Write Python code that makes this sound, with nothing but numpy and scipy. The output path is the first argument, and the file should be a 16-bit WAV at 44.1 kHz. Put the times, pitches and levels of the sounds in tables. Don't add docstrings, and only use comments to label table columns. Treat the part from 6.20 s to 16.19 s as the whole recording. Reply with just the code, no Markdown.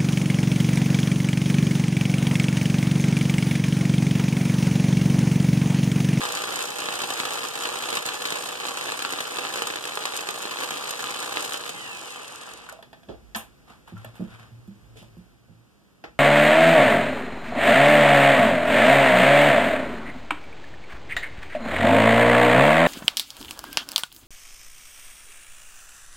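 import sys
import numpy as np
from scipy import signal
from scipy.fft import rfft, irfft, next_fast_len
from scipy.io import wavfile

SR = 44100
rng = np.random.default_rng(int(sys.argv[2]) if len(sys.argv) > 2 else 0)


def to_wav(s):
    ch = np.atleast_2d(s).T
    pcm = np.round(np.clip(ch, -1, 1) * 32767)
    wavfile.write(sys.argv[1], SR, pcm.astype(np.int16))


def voltage_ratio(decibels):
    exponent = np.asarray(decibels, float) / 20
    return 10 ** exponent


N = 440559

# start_s, peak_db
SNAGS = [(0.015, -19), (0.033, -16), (0.052, -16), (0.087, -30), (0.17, -25), (0.218, -23), (0.237, -20),
         (0.287, -34), (0.35, -23), (0.368, -19), (0.386, -25), (0.416, -18), (0.502, -30), (0.584, -24),
         (0.603, -21), (0.62, -16.5), (0.665, -24), (0.686, -13.5), (0.799, -29), (0.816, -16),
         (0.836, -13.5), (0.903, -17), (0.982, -22), (1, -15), (1.033, -23), (1.053, -17), (1.068, -21),
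         (1.134, -29), (1.216, -22), (1.232, -18), (1.249, -23), (1.354, -21), (1.454, -14), (1.489, -19.5),
         (1.588, -29), (1.637, -23), (1.686, -16.5), (1.727, -14), (1.753, -24), (1.77, -11),
         (1.854, -20.5), (1.888, -16.5), (2.021, -21), (2.053, -17), (2.071, -30), (2.104, -18),
         (2.122, -13.5), (2.17, -22), (2.237, -26), (2.29, -26), (2.354, -24), (2.4, -22), (2.433, -25),
         (2.452, -16), (2.484, -15), (2.572, -17), (2.61, -20), (2.667, -22), (2.684, -16), (2.72, -14.5)]
LATER_SNAGS = [(2.791, -20), (2.822, -14), (2.849, -9), (2.904, -28), (2.923, -27), (2.935, -15.5),
               (2.986, -20), (3.005, -19), (3.034, -25), (3.051, -29), (3.185, -11.5), (3.216, -22),
               (3.235, -20), (3.25, -15), (3.268, -18), (3.338, -18), (3.384, -17), (3.401, -27),
               (3.42, -11), (3.471, -16.5), (3.501, -19), (3.538, -21), (3.557, -13.5), (3.653, -30),
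               (3.672, -28), (3.734, -20), (3.753, -23), (3.773, -15.5), (3.823, -26), (3.854, -12),
               (3.936, -31), (3.991, -17.5), (4.052, -31), (4.072, -27), (4.088, -15), (4.235, -21),
               (4.253, -17), (4.316, -21), (4.335, -35), (4.386, -27), (4.402, -32), (4.421, -18.5),
               (4.435, -13), (4.486, -36), (4.507, -18), (4.639, -23), (4.736, -21), (4.84, -17),
               (4.885, -26), (4.944, -23), (5.002, -26), (5.026, -32), (5.123, -21), (5.17, -19),
               (5.203, -21), (5.226, -23), (5.246, -20), (5.321, -27), (5.341, -16), (5.437, -21)]
# start_s, peak_db
SPARKS = [(0.0184, -36), (0.0343, -46), (0.0528, -34), (0.0867, -41), (0.1226, -20), (0.151, -21),
          (0.2194, -26), (0.2379, -33), (0.3585, -20), (0.4242, -20), (0.4534, -27), (0.504, -27),
          (0.5696, -42), (0.5844, -28), (0.603, -23.5), (0.7352, -38), (0.7891, -33), (0.8185, -19.5),
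          (0.872, -32), (0.9028, -25), (0.9363, -23), (0.998, -26), (1.0335, -43), (1.052, -25),
          (1.1348, -22), (1.2341, -31), (1.2496, -30), (1.2855, -23), (1.3359, -29), (1.3543, -29),
          (1.4022, -33), (1.4202, -30), (1.4361, -22), (1.4536, -29), (1.4885, -36), (1.535, -34),
          (1.5874, -27), (1.6866, -50), (1.7035, -22), (1.728, -26), (1.7526, -19), (1.7696, -27),
          (1.8622, -19), (1.9345, -33), (2.0213, -25), (2.0717, -36), (2.1045, -21), (2.2388, -29),
          (2.2692, -34), (2.2882, -29), (2.467, -25), (2.4848, -32), (2.5711, -25), (2.6105, -30),
          (2.7186, -23)]
LATER_SPARKS = [(2.7713, -27), (2.823, -22), (2.9045, -27), (2.9239, -29), (3.0053, -33), (3.12, -34),
                (3.1699, -32), (3.1853, -30), (3.338, -27), (3.3594, -27), (3.4023, -40), (3.421, -25),
                (3.4704, -20), (3.54, -36), (3.5594, -27), (3.6538, -26), (3.754, -24), (3.8384, -33),
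                (3.8548, -19.5), (3.9371, -44), (3.965, -20), (3.9735, -20), (4.0713, -28), (4.0878, -24),
                (4.1062, -24), (4.1861, -29), (4.22, -29), (4.236, -44), (4.4026, -31), (4.432, -25),
                (4.4874, -29), (4.506, -21.5), (4.6226, -39), (4.641, -28), (4.6899, -27), (4.7079, -19.5),
                (4.7732, -29), (4.8032, -30), (4.823, -26), (4.8406, -28), (4.9076, -30), (5.0022, -24),
                (5.0262, -44), (5.0556, -37), (5.09, -36), (5.1239, -28), (5.2063, -25), (5.2242, -22),
                (5.249, -24), (5.295, -32), (5.3075, -27), (5.3345, -21), (5.3744, -29), (5.4696, -40),
                (5.492, -29)]
# time_s, level_db
LOAD = [(0.0, -33), (0.61, -35), (0.95, -33.5), (1.44, -34.5), (1.56, -34), (2.37, -36), (2.72, -35.5),
        (3.03, -36.5), (3.38, -35.5), (3.57, -38.5), (4.81, -35.5), (5.05, -35.5), (5.18, -34.5),
        (5.36, -36), (5.45, -36)]
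# bite_s, free_length_s, deepest_db
LULLS = [(0.575, 0.07, -2), (1.35, 0.16, -1.5), (1.847, 0.066, -5), (2.42, 0.16, -1.5), (2.992, 0.05, 0.5),
         (3.126, 0.21, -1), (3.655, 0.12, -0.5), (3.74, 0.065, -2.5), (4.065, 0.05, -1.5),
         (4.632, 0.053, -1.5), (4.778, 0.065, -4), (5.32, 0.031, -4.5), (5.454, 0.094, -5)]
# time_s, tooth_rate_hz, whine_db
COAST = [
    (5.5, 1085, -70),
    (5.55, 1055, -47),
    (5.65, 950, -47),
    (5.78, 822, -48),
    (5.95, 640, -53),
    (6.1, 500, -57),
    (6.3, 310, -58),
    (6.5, 120, -80),
]
# start_s, peak_db
FREE_TICKS = [(5.5838, -44), (5.6152, -39), (5.7165, -42), (5.7489, -41), (5.7708, -36), (5.7928, -37),
              (5.8132, -35), (5.836, -36), (5.8571, -35), (5.8771, -37), (5.905, -30), (5.9225, -34),
              (5.959, -36), (6.0312, -36), (6.079, -33), (6.122, -34), (6.158, -29), (6.2128, -36),
              (6.2333, -34), (6.2667, -41), (6.2901, -38), (6.3096, -50), (6.336, -31), (6.374, -42),
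              (6.3999, -46), (6.4169, -43), (6.4393, -49), (6.4965, -37)]
# freq_hz, level_db (per Hz)
BODY = [(50, -17), (100, -10), (200, -6.5), (350, 1), (480, 3.5), (700, 0), (1200, -2), (1700, -4),
        (2300, -5.5), (4000, -5.5), (5200, -11.5), (8500, -10.5), (10500, -18), (15500, -21)]
# pitch_hz, width_hz, gain_db
HOUSING = [(479, 40, 5), (614, 50, 2), (800, 70, 3), (1008, 35, 3), (1126, 50, 3), (1223, 30, 6),
           (1370, 50, 4), (1720, 110, 4), (2600, 250, 3), (3070, 200, 3), (4030, 110, 4), (6330, 140, 4),
           (7430, 300, 2), (8900, 500, 3)]
# start_s, knock_db, knock_hz, upper_ring_db, bright_edge_db
CLUNKS = [(6.29, -42, 1000, -32, -39), (6.335, -43, 1040, -43, -38), (6.373, -56, 990, -52, -52),
          (6.49, -30, 1480, -59, -40), (6.496, -35, 1170, -58, -35), (6.526, -32, 640, -50, -35.5),
          (6.591, -36, 670, -47, -56), (6.627, -39.5, 564, -35.5, -45), (6.731, -37, 680, -37, -49),
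          (6.833, -48, 700, -45, -70)]
# start_s, knock_db, knock_hz, upper_ring_db, bright_edge_db
TICKS = [(7.479, -47, 900, -56, -70), (7.501, -39, 720, -47, -62), (7.769, -40, 1370, -55, -60),
         (7.78, -64, 1300, -60, -51), (7.847, -32.5, 634, -33.5, -37), (8.477, -49, 383, -55, -49.5),
         (8.827, -40, 575, -61, -49), (8.98, -60, 400, -62, -53), (9.286, -50, 390, -76, -77),
         (9.615, -59, 681, -69, -76), (9.841, -30.5, 460, -32.5, -46), (9.8401, -35, 1880, -70, -73)]
# start_s, knock_db, knock_hz, upper_ring_db, bright_edge_db
TAPS = [
    (6.888, -38, 700, -40, -73),
    (6.894, -27, 412, -53, -65),
    (7.149, -28, 780, -21, -48),
    (7.161, -25, 1024, -47, -28),
    (7.677, -42, 915, -44, -50),
    (7.957, -49, 625, -48, -49),
    (8.007, -25, 325, -49, -54),
    (8.758, -42, 440, -58, -68),
]
# t60_s, edge_low_hz, edge_top_hz, edge_speed_up (times faster)
CONTACT = [
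    (.055, 3800, 12000, 2),
    (.095, 4000, 15500, 2.5),
    (.21, 4200, 15000, 1.15),
]
# pitch_hz, level_db, t60_s
BOX = [(1280, -9, .03), (1800, 2, .025), (2750, -7, .02), (3400, -6, .03)]
# start_s, hold_s, level_db, centre_hz
STROKES = [(7.482, 0.042, -49, 1130), (7.677, 0.014, -48.5, 950), (7.77, 0.1, -51, 1200),
           (7.947, 0.07, -51.5, 1100), (8.034, 0.045, -59, 960), (8.105, 0.04, -46.5, 935),
           (8.197, 0.044, -48.5, 1050), (8.773, 0.029, -46, 2980)]
# start_s, peak_db, pitch_hz, t60_s
THUDS = [(6.884, -40.5, 184, 0.051), (7.157, -35, 221, 0.048), (7.503, -52, 233, 0.067),
         (7.723, -36, 180, 0.15), (7.85, -44.5, 119, 0.15), (7.996, -29, 187, 0.22),
         (8.023, -30, 178, 0.067), (8.196, -50, 116, 0.09), (8.309, -51, 124, 0.092),
         (8.479, -37.5, 198.6, 0.22), (8.815, -45, 190, 0.063), (8.969, -41, 179, 0.21),
         (9.294, -50, 166, 0.24), (9.831, -53, 316, 0.27)]
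# pitch_hz, level_db, t60_s
SLAB = [(113.8, -11.5, 0.39), (221, -1, 0.19), (335, -11.5, 0.22)]
# start_s, level_db, t60_s
LEANS = [(6.3, -63, 4.8), (6.89, -46.5, 1.5), (7.4, -61, 3.6), (8.0, -68, 3), (8.6, -53, 2.4),
         (8.95, -64, 1.2), (9.5, -74, 2), (9.85, -59, 3)]
# start_s, level_db, t60_s
PRESSES = [(6.93, -54, 1.3), (7.72, -31, 1.2), (8.02, -38.5, 3.1), (8.3, -50.5, 4), (8.7, -54, 2.5),
           (9.29, -34, 0.24)]
# freq_hz, level_db (per Hz)
AIR = [(25, 4.5), (60, -16), (120, 0.5), (250, -1.5), (500, -9), (1000, -18), (2000, -19.5), (4000, -23.5),
       (8000, -28), (15500, -33)]
# pitch_hz, width_hz, gain_db
LEFT_PORT = [(440, 26, -3), (625, 70, -3), (932, 190, -5), (1460, 1160, 2), (12000, 5000, 1.5)]

MAINS_HZ, FIRING_S = 59.953, .0042
COAST_START_S, STOP_S = COAST[0][0], 6.62
SNAG_TRIM_DB, SPARK_TRIM_DB = 0.5, -2
# share of cycles, into_cycle_s, scatter_s, level_db, spread_db
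SMALL_SNAGS, SMALL_SPARKS = (.7, .0005, .0008, -22, 2.5), (.3, .002, .0015, -35, 3)
SNAG_NOTES_HZ, SNAG_NOTE_DB, SNAG_NOTE_T60_S = (775, 1130, 1248, 1424), -22.5, 0.028
AFTER_SNAG_DB, AFTER_SNAG_T60_S = 6, 0.046
RATTLE_TRIM_DB, HISS_DB, HUM_DB = -8, -45, -52.5
HISS_FOLLOWS, HUM_FOLLOWS = 0.95, 0.64
COAST_DB, COAST_HISS_DB = -38.5, -37.5
SLACK_SPEED, HISS_STEEPNESS = 0.25, 2.1
LIFT_S, LIFT_HUM_DB, LIFTED_HUM_DB = 5.85, -45, -69
ROTOR_TEETH, ROTOR_THROB = 16, .4
FREE_TICK_TRIM_DB, FREE_TICK_T60_S = 6, 0.014
FREE_HISS_DB, FAN_SING_DB, FREE_RING_DB = -1.5, 3, 2
RUB_RISE_DB_PER_S, RUB_FALL_DB_PER_S = 900, 229
WEIGHT_RISE_S, DEEP_REST_DB = 0.011, -83
AIR_DB, RUSTLE_ENDS_S, STILL_DB = -65.5, 9.0, -3
ROOM_T60_S, ROOM_DB, DRILL_ROOM_DB = 0.23, -9.5, -13
WOBBLE_S, WOBBLE_HZ = .0015, .6
CROSS_LAG_S, CROSS_BACK_S = 21.7 / SR, 20.4 / SR
CUTOFF_HZ = 15900


def drill():
    rattle_db, hiss_db, hum_db = drill_levels()
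    jolts = mains_jolts()
    coast_s = np.clip(np.arange(N) / SR - COAST_START_S, 0, 1)
    turn = 2 * np.pi * np.cumsum(in_time(COAST)[0]) / SR
    drive = gears(jolts, rattle_db, hum_db, coast_s > 0)
    drive += brushes(jolts, hiss_db, coast_s, turn)
    sound = colour(drive + whine(turn), BODY, HOUSING)
    bass = signal.sosfilt(signal.butter(2, 650, fs=SR, output="sos"), sound[1])
    late = np.roll(bass, int(.0012 * SR))
    return sound - [[.8], [0]] * late - [[.45], [0]] * band(sound[0], 30, 620)


def mains_jolts():
    firings = np.arange(FIRING_S, COAST_START_S, 1 / MAINS_HZ)
    luck = rng.standard_normal((len(firings), 2))
    return swell(marks(firings + .0006 * luck[:, 0], voltage_ratio(3.0 * luck[:, 1])), .035, .001)


def gears(jolts, rattle_db, hum_db, coasting):
    snag_s, peak_db = with_small(SNAGS + LATER_SNAGS, SNAG_TRIM_DB, *SMALL_SNAGS)
    tilt_db = 1.6 * rng.standard_normal(len(snag_s))
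    box = voltage_ratio(rattle_db + 4.0) * gear_gate(jolts, 130, 0.061)
    box += swell(marks(snag_s, voltage_ratio(peak_db - 4 - tilt_db)), 0.0059, 0.00072)
    chuck = voltage_ratio(rattle_db + 3.0) * gear_gate(jolts, 220, .7)
    chuck += swell(marks(snag_s, voltage_ratio(peak_db - 1.5 + tilt_db)), 0.007, 0.0008)
    crack = marks(snag_s + 0.00105, voltage_ratio(peak_db + 10.0)) * [[-.6], [1]]
    drive = 0.78 * band(box * noise() + crack, 140, 2420)
    drive += 1.156 * band(chuck * noise() + crack, 1770, 4920)
    wall = rng.integers(0, len(SNAG_NOTES_HZ), len(snag_s))
    for k, hz in enumerate(SNAG_NOTES_HZ):
        plucks = marks(snag_s, voltage_ratio(peak_db + SNAG_NOTE_DB) * (wall == k))
        drive += [[-.6], [1]] * ring(plucks, hz, SNAG_NOTE_T60_S)[None]
    drive += voltage_ratio(rattle_db - 3 - 5 * coasting) * strikes(jolts, 900, 7)
    drive += voltage_ratio(FREE_RING_DB) * coasting * band(chuck * noise(), 2540, 2900)
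    return drive + voltage_ratio(hum_db + 17.0) * band(rms_one(box) * noise(), 32, 180)


def brushes(jolts, hiss_db, coast_s, turn):
    coasting = coast_s > 0
    spark_s, spark_db = with_small(SPARKS + LATER_SPARKS, SPARK_TRIM_DB, *SMALL_SPARKS)
    brush = voltage_ratio(hiss_db + 11.5) * gear_gate(jolts, 200, 0.13)
    brush += swell(marks(spark_s, voltage_ratio(spark_db + 5)), 0.017, 0.00016)
    brush *= 1 + ROTOR_THROB * coasting * np.sin(turn / ROTOR_TEETH)
    tick_s, tick_db = np.transpose(FREE_TICKS)
    brush += swell(marks(tick_s, voltage_ratio(tick_db + FREE_TICK_TRIM_DB)), FREE_TICK_T60_S, .0003)
    slots = noise() * brush * coasting
    sing = voltage_ratio(FAN_SING_DB) * (band(slots, 7760, 7780) + band(slots, 9040, 9080))
    hiss = band(brush * noise(), 4550, 12000) * voltage_ratio(FREE_HISS_DB * coasting)
    top = band(brush * noise(), 11650, 18800) * voltage_ratio(-5.0 * coasting - 4.2 * coast_s)
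    return sing + hiss + top


def whine(turn):
    teeth = np.zeros((2, N))
    for k, db in enumerate([-8, 4, 1, 0, -4, -8], 1):
        teeth += np.sin(k * turn + [[0], [k]]) * voltage_ratio(db)
    high = 1.3 * band(band(teeth, 2450, 3300), 2400, 3450)
    low = [[.25], [.6]] * band(band(teeth, 1780, 2150), 1720, 2200)
    return (high + low) * voltage_ratio(in_time(COAST, -150)[1])


def gear_gate(jolts, per_s, depth):
    sizes = voltage_ratio(4.5 * np.minimum(rng.exponential(1, N), 3))
    knocks = (rng.random(N) < per_s * (.3 + 2 * jolts) / SR) * sizes
    load = np.where(np.arange(N) / SR < COAST_START_S, 1, .12)
    return rms_one(1 + 3.4 * jolts + depth * load * swell(knocks, .012, .0003))


def strikes(jolts, per_s, cycles):
    sizes = voltage_ratio(4.5 * np.minimum(rng.exponential(1, (2, N)), 3)) * rng.choice([-1, 1], (2, N))
    struck = sizes * (rng.random(N) < per_s * (.4 + 2.5 * jolts) / SR)
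    dealt = rng.integers(0, 14, N)
    out = np.zeros((2, N))
    for k, hz in enumerate(np.geomspace(520, 4300, 14)):
        out += hz / 1000 * ring(struck * (dealt == k) + 1e-18, hz, cycles / hz)
    return rms_one(out)


def drill_levels():
    t = np.arange(N) / SR
    load_db = in_time(LOAD)[0] + grip_db()
    swing_db = load_db - np.mean(np.array(LOAD)[:, 1])
    speed = np.clip((STOP_S - t) / (STOP_S - COAST_START_S), 1e-4, 1)
    run_down_db = 20 * np.log10(speed / (speed + SLACK_SPEED))
    boring = t < COAST_START_S
    rattle_db = np.where(boring, load_db + RATTLE_TRIM_DB, COAST_DB + run_down_db)
    hiss_db = np.where(boring, HISS_DB + HISS_FOLLOWS * swing_db, COAST_HISS_DB + HISS_STEEPNESS * run_down_db)
    free_db = np.interp(t, [LIFT_S - .1, LIFT_S + 0.24], [LIFT_HUM_DB, LIFTED_HUM_DB]) + run_down_db / 2
    hum_db = np.where(boring, HUM_DB + HUM_FOLLOWS * swing_db, free_db)
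    return rattle_db, hiss_db, hum_db


def grip_db():
    t = np.arange(N) / SR
    snag_s, peak_db = np.transpose(SNAGS + LATER_SNAGS)
    free_db = np.zeros(N)
    for bite_s, length_s, depth_db in LULLS:
        free_db += depth_db * np.sqrt(((t - bite_s + length_s) / length_s).clip(0)) * (t < bite_s)
    shaken = swell(marks(snag_s, voltage_ratio(peak_db + AFTER_SNAG_DB)), AFTER_SNAG_T60_S, 0.0014)
    return free_db + 20 * np.log10(1 + shaken)


def with_small(rows, trim_db, share, into_s, scatter_s, small_db, spread_db):
    cycles = np.arange(1, int(COAST_START_S * MAINS_HZ)) / MAINS_HZ
    luck = rng.standard_normal((len(cycles), 2))
    kept = (rng.random(len(cycles)) < share) & (cycles < COAST_START_S - .03)
    lull_db = np.minimum(grip_db()[(cycles * SR).astype(int)], 0)
    level_db = small_db + spread_db * np.clip(luck[:, 1], -3, 1.5) + 2 * lull_db
    s, db = np.transpose(rows)
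    times_s = np.r_[s, cycles + into_s + scatter_s * luck[:, 0]]
    return times_s, np.r_[db + trim_db, np.where(kept, level_db, -120)]


def taps():
    out, grain = np.zeros((2, N)), noise()
    hits = [(*row, *kind) for rows, kind in zip((CLUNKS, TICKS, TAPS), CONTACT) for row in rows]
    for s, knock_db, hz, upper_db, edge_db, t60, low_hz, top_hz, faster in hits:
        at = int((s - .001) * SR)
        hit = grain[:, at:at + int(.4 * SR)].copy()
        hit[:, 0] += [2.0, 6.0]
        dying = voltage_ratio(-60 * np.arange(hit.shape[1]) / SR / t60)
        rattle, blow = hit * dying, hit * dying ** 6
        knock = band(band(rattle, .55 * hz, 1.6 * hz), .4 * hz, 2 * hz) + .05 * ring(blow, hz, .04)
        upper = band(rattle, 1300, 4600)
        for mode_hz, mode_db, ring_s in BOX:
            upper += .075 * voltage_ratio(mode_db) * ring(blow, mode_hz, ring_s)
        edge = band(hit * dying ** faster, low_hz, top_hz)
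        for part, db in ((knock, knock_db - 0.5), (upper, upper_db + 1), (edge, edge_db + 6)):
            out[:, at:at + hit.shape[1]] += voltage_ratio(db) * part / np.abs(part).max()
    return out


def rubs():
    out, t = np.zeros((2, N)), np.arange(N) / SR
    grains = (rng.random(N) < 300 / SR) * rng.exponential(0.77, N)
    slips = noise() * rms_one(1 + fade(grains, 0.0085))
    dull = rms_one(band(slips, 450, 2300))
    bright = rms_one(band(slips, 1670, 4100) + 0.53 * band(slips, 1900, 9600))
    for s, hold_s, top_db, centre_hz in STROKES:
        rise_db = RUB_RISE_DB_PER_S * (s - t).clip(0)
        fall_db = RUB_FALL_DB_PER_S * (t - s - hold_s).clip(0)
        share = (centre_hz - 500) / 3000
        out += voltage_ratio(top_db - rise_db - fall_db - 4.5) * (np.sqrt(1 - share) * dull + np.sqrt(share) * bright)
    return out


def thuds():
    out = np.zeros(N)
    for s, db, hz, t60 in THUDS:
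        push = marks([s, s + 1 / hz, s + 2 / hz], voltage_ratio(db - 3.0) * np.array([.6, 1, 1]))
        out += ring(push, hz, t60)
    blows = marks(np.array(THUDS)[:, 0], voltage_ratio(np.array(THUDS)[:, 1]))
    for hz, db, t60 in SLAB:
        out += voltage_ratio(db) * ring(blows, hz, t60)
    return band(out, 100, 810) * voltage_ratio([[-1], [0.5]])


def weight(rows):
    return sum(swell(marks([s], voltage_ratio(db)), t60, WEIGHT_RISE_S) for s, db, t60 in rows)


def stillness():
    deep = rms_one(band(band(noise(), 44, 68), 35, 80))
    slab = rms_one(ring(noise(), SLAB[0][0], 0.38))
    slab = slab + 0.29 * slab[::-1]
    settling = (np.arange(N) / SR - RUSTLE_ENDS_S).clip(0, .2) / 0.21
    air = voltage_ratio(AIR_DB + 10.5 + STILL_DB * settling) * colour(noise(), AIR)
    return air + (voltage_ratio(DEEP_REST_DB) + weight(LEANS)) * deep + voltage_ratio(-9.5) * weight(PRESSES) * slab


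def room(x):
    t = np.arange(int(.5 * SR)) / SR
    tail = band(rng.standard_normal((2, len(t))) * voltage_ratio(-60 * t / ROOM_T60_S) * (t > .004), 210, 7300)
    tail /= np.linalg.norm(tail, axis=1, keepdims=True)
    return signal.oaconvolve(x, tail, axes=-1)[:, :N]


def noise():
    return rng.standard_normal((2, N))


def marks(times_s, sizes):
    out = np.zeros(N)
    np.add.at(out, (np.asarray(times_s) * SR).astype(int).clip(0, N - 1), sizes)
    return out + 1e-18


def fade(x, t60):
    return signal.lfilter([1], [1, -voltage_ratio(-60 / (t60 * SR))], x)


def swell(x, t60, rise_s):
    return fade(fade(x, rise_s * np.log(1000)), t60) / (rise_s * SR)


def ring(x, hz, t60):
    r, w = voltage_ratio(-60 / (t60 * SR)), 2 * np.pi * hz / SR
    return signal.lfilter([0, np.sin(w)], [1, -2 * r * np.cos(w), r * r], x)


def band(x, low_hz, high_hz):
    return signal.sosfilt(signal.butter(2, [low_hz, high_hz], "band", fs=SR, output="sos"), x)


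def peaks_db(hz, peaks):
    return sum(db / (1 + (2 * (hz - peak_hz) / width_hz) ** 2) for peak_hz, width_hz, db in peaks)


def colour(x, points, peaks=()):
    hz = np.linspace(1, SR / 2, 4097)
    point_hz, point_db = np.transpose(points)
    db = np.interp(np.log(hz), np.log(point_hz), point_db) + peaks_db(hz, peaks)
    cepstrum = irfft(np.log(voltage_ratio(db)))
    cepstrum[1:4096] *= 2
    response = irfft(np.exp(rfft(cepstrum[:4097], 8192)))
    return signal.oaconvolve(x, (response / np.linalg.norm(response))[None], axes=-1)[:, :N]


def rms_one(x):
    return x / np.sqrt(np.mean(x ** 2) + 1e-20)


def in_time(rows, off_db=None):
    s, *columns = np.transpose(rows)
    return [np.interp(np.arange(N) / SR, s, c, off_db, off_db) for c in columns]


def scene():
    tool, handling, t = drill(), taps() + rubs(), np.arange(N) / SR
    path_s = WOBBLE_S * (1 + np.sin(2 * np.pi * WOBBLE_HZ * t))
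    swayed = np.array([np.interp(t - path_s, t, side) for side in tool])
    walls = room(voltage_ratio(DRILL_ROOM_DB) * swayed + voltage_ratio(ROOM_DB) * handling)
    return tool + handling + walls + thuds() + stillness()


def top_cut(x):
    return signal.sosfilt(signal.butter(12, 16430, fs=SR, output="sos"), x)


def record(dry):
    size = next_fast_len(N + 4096)
    hz = np.arange(1, size // 2 + 2) * SR / size
    reach = voltage_ratio([[2.5], [-2.5]]) / (1 + (hz / 5000) ** 1.8) / (1 + (620 / hz) ** 5)
    late = np.exp(-2j * np.pi * hz * np.array([[CROSS_LAG_S], [CROSS_BACK_S]]))
    port_colour = voltage_ratio(peaks_db(hz, LEFT_PORT) * [[1], [0]])
    ports = rfft(dry, size)
    wide = irfft((ports - ports[::-1] * late * reach) * port_colour, size)[:, :N]
    wide = wide * voltage_ratio([[-2.0], [0.3]])
    wide = signal.sosfilt(signal.cheby2(12, 70, CUTOFF_HZ + 500, fs=SR, output="sos"), wide)
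    wide = signal.sosfilt(signal.butter(3, 45, "high", fs=SR, output="sos"), wide)
    return top_cut(wide)


dry = scene()
out = record(dry)
to_wav(out)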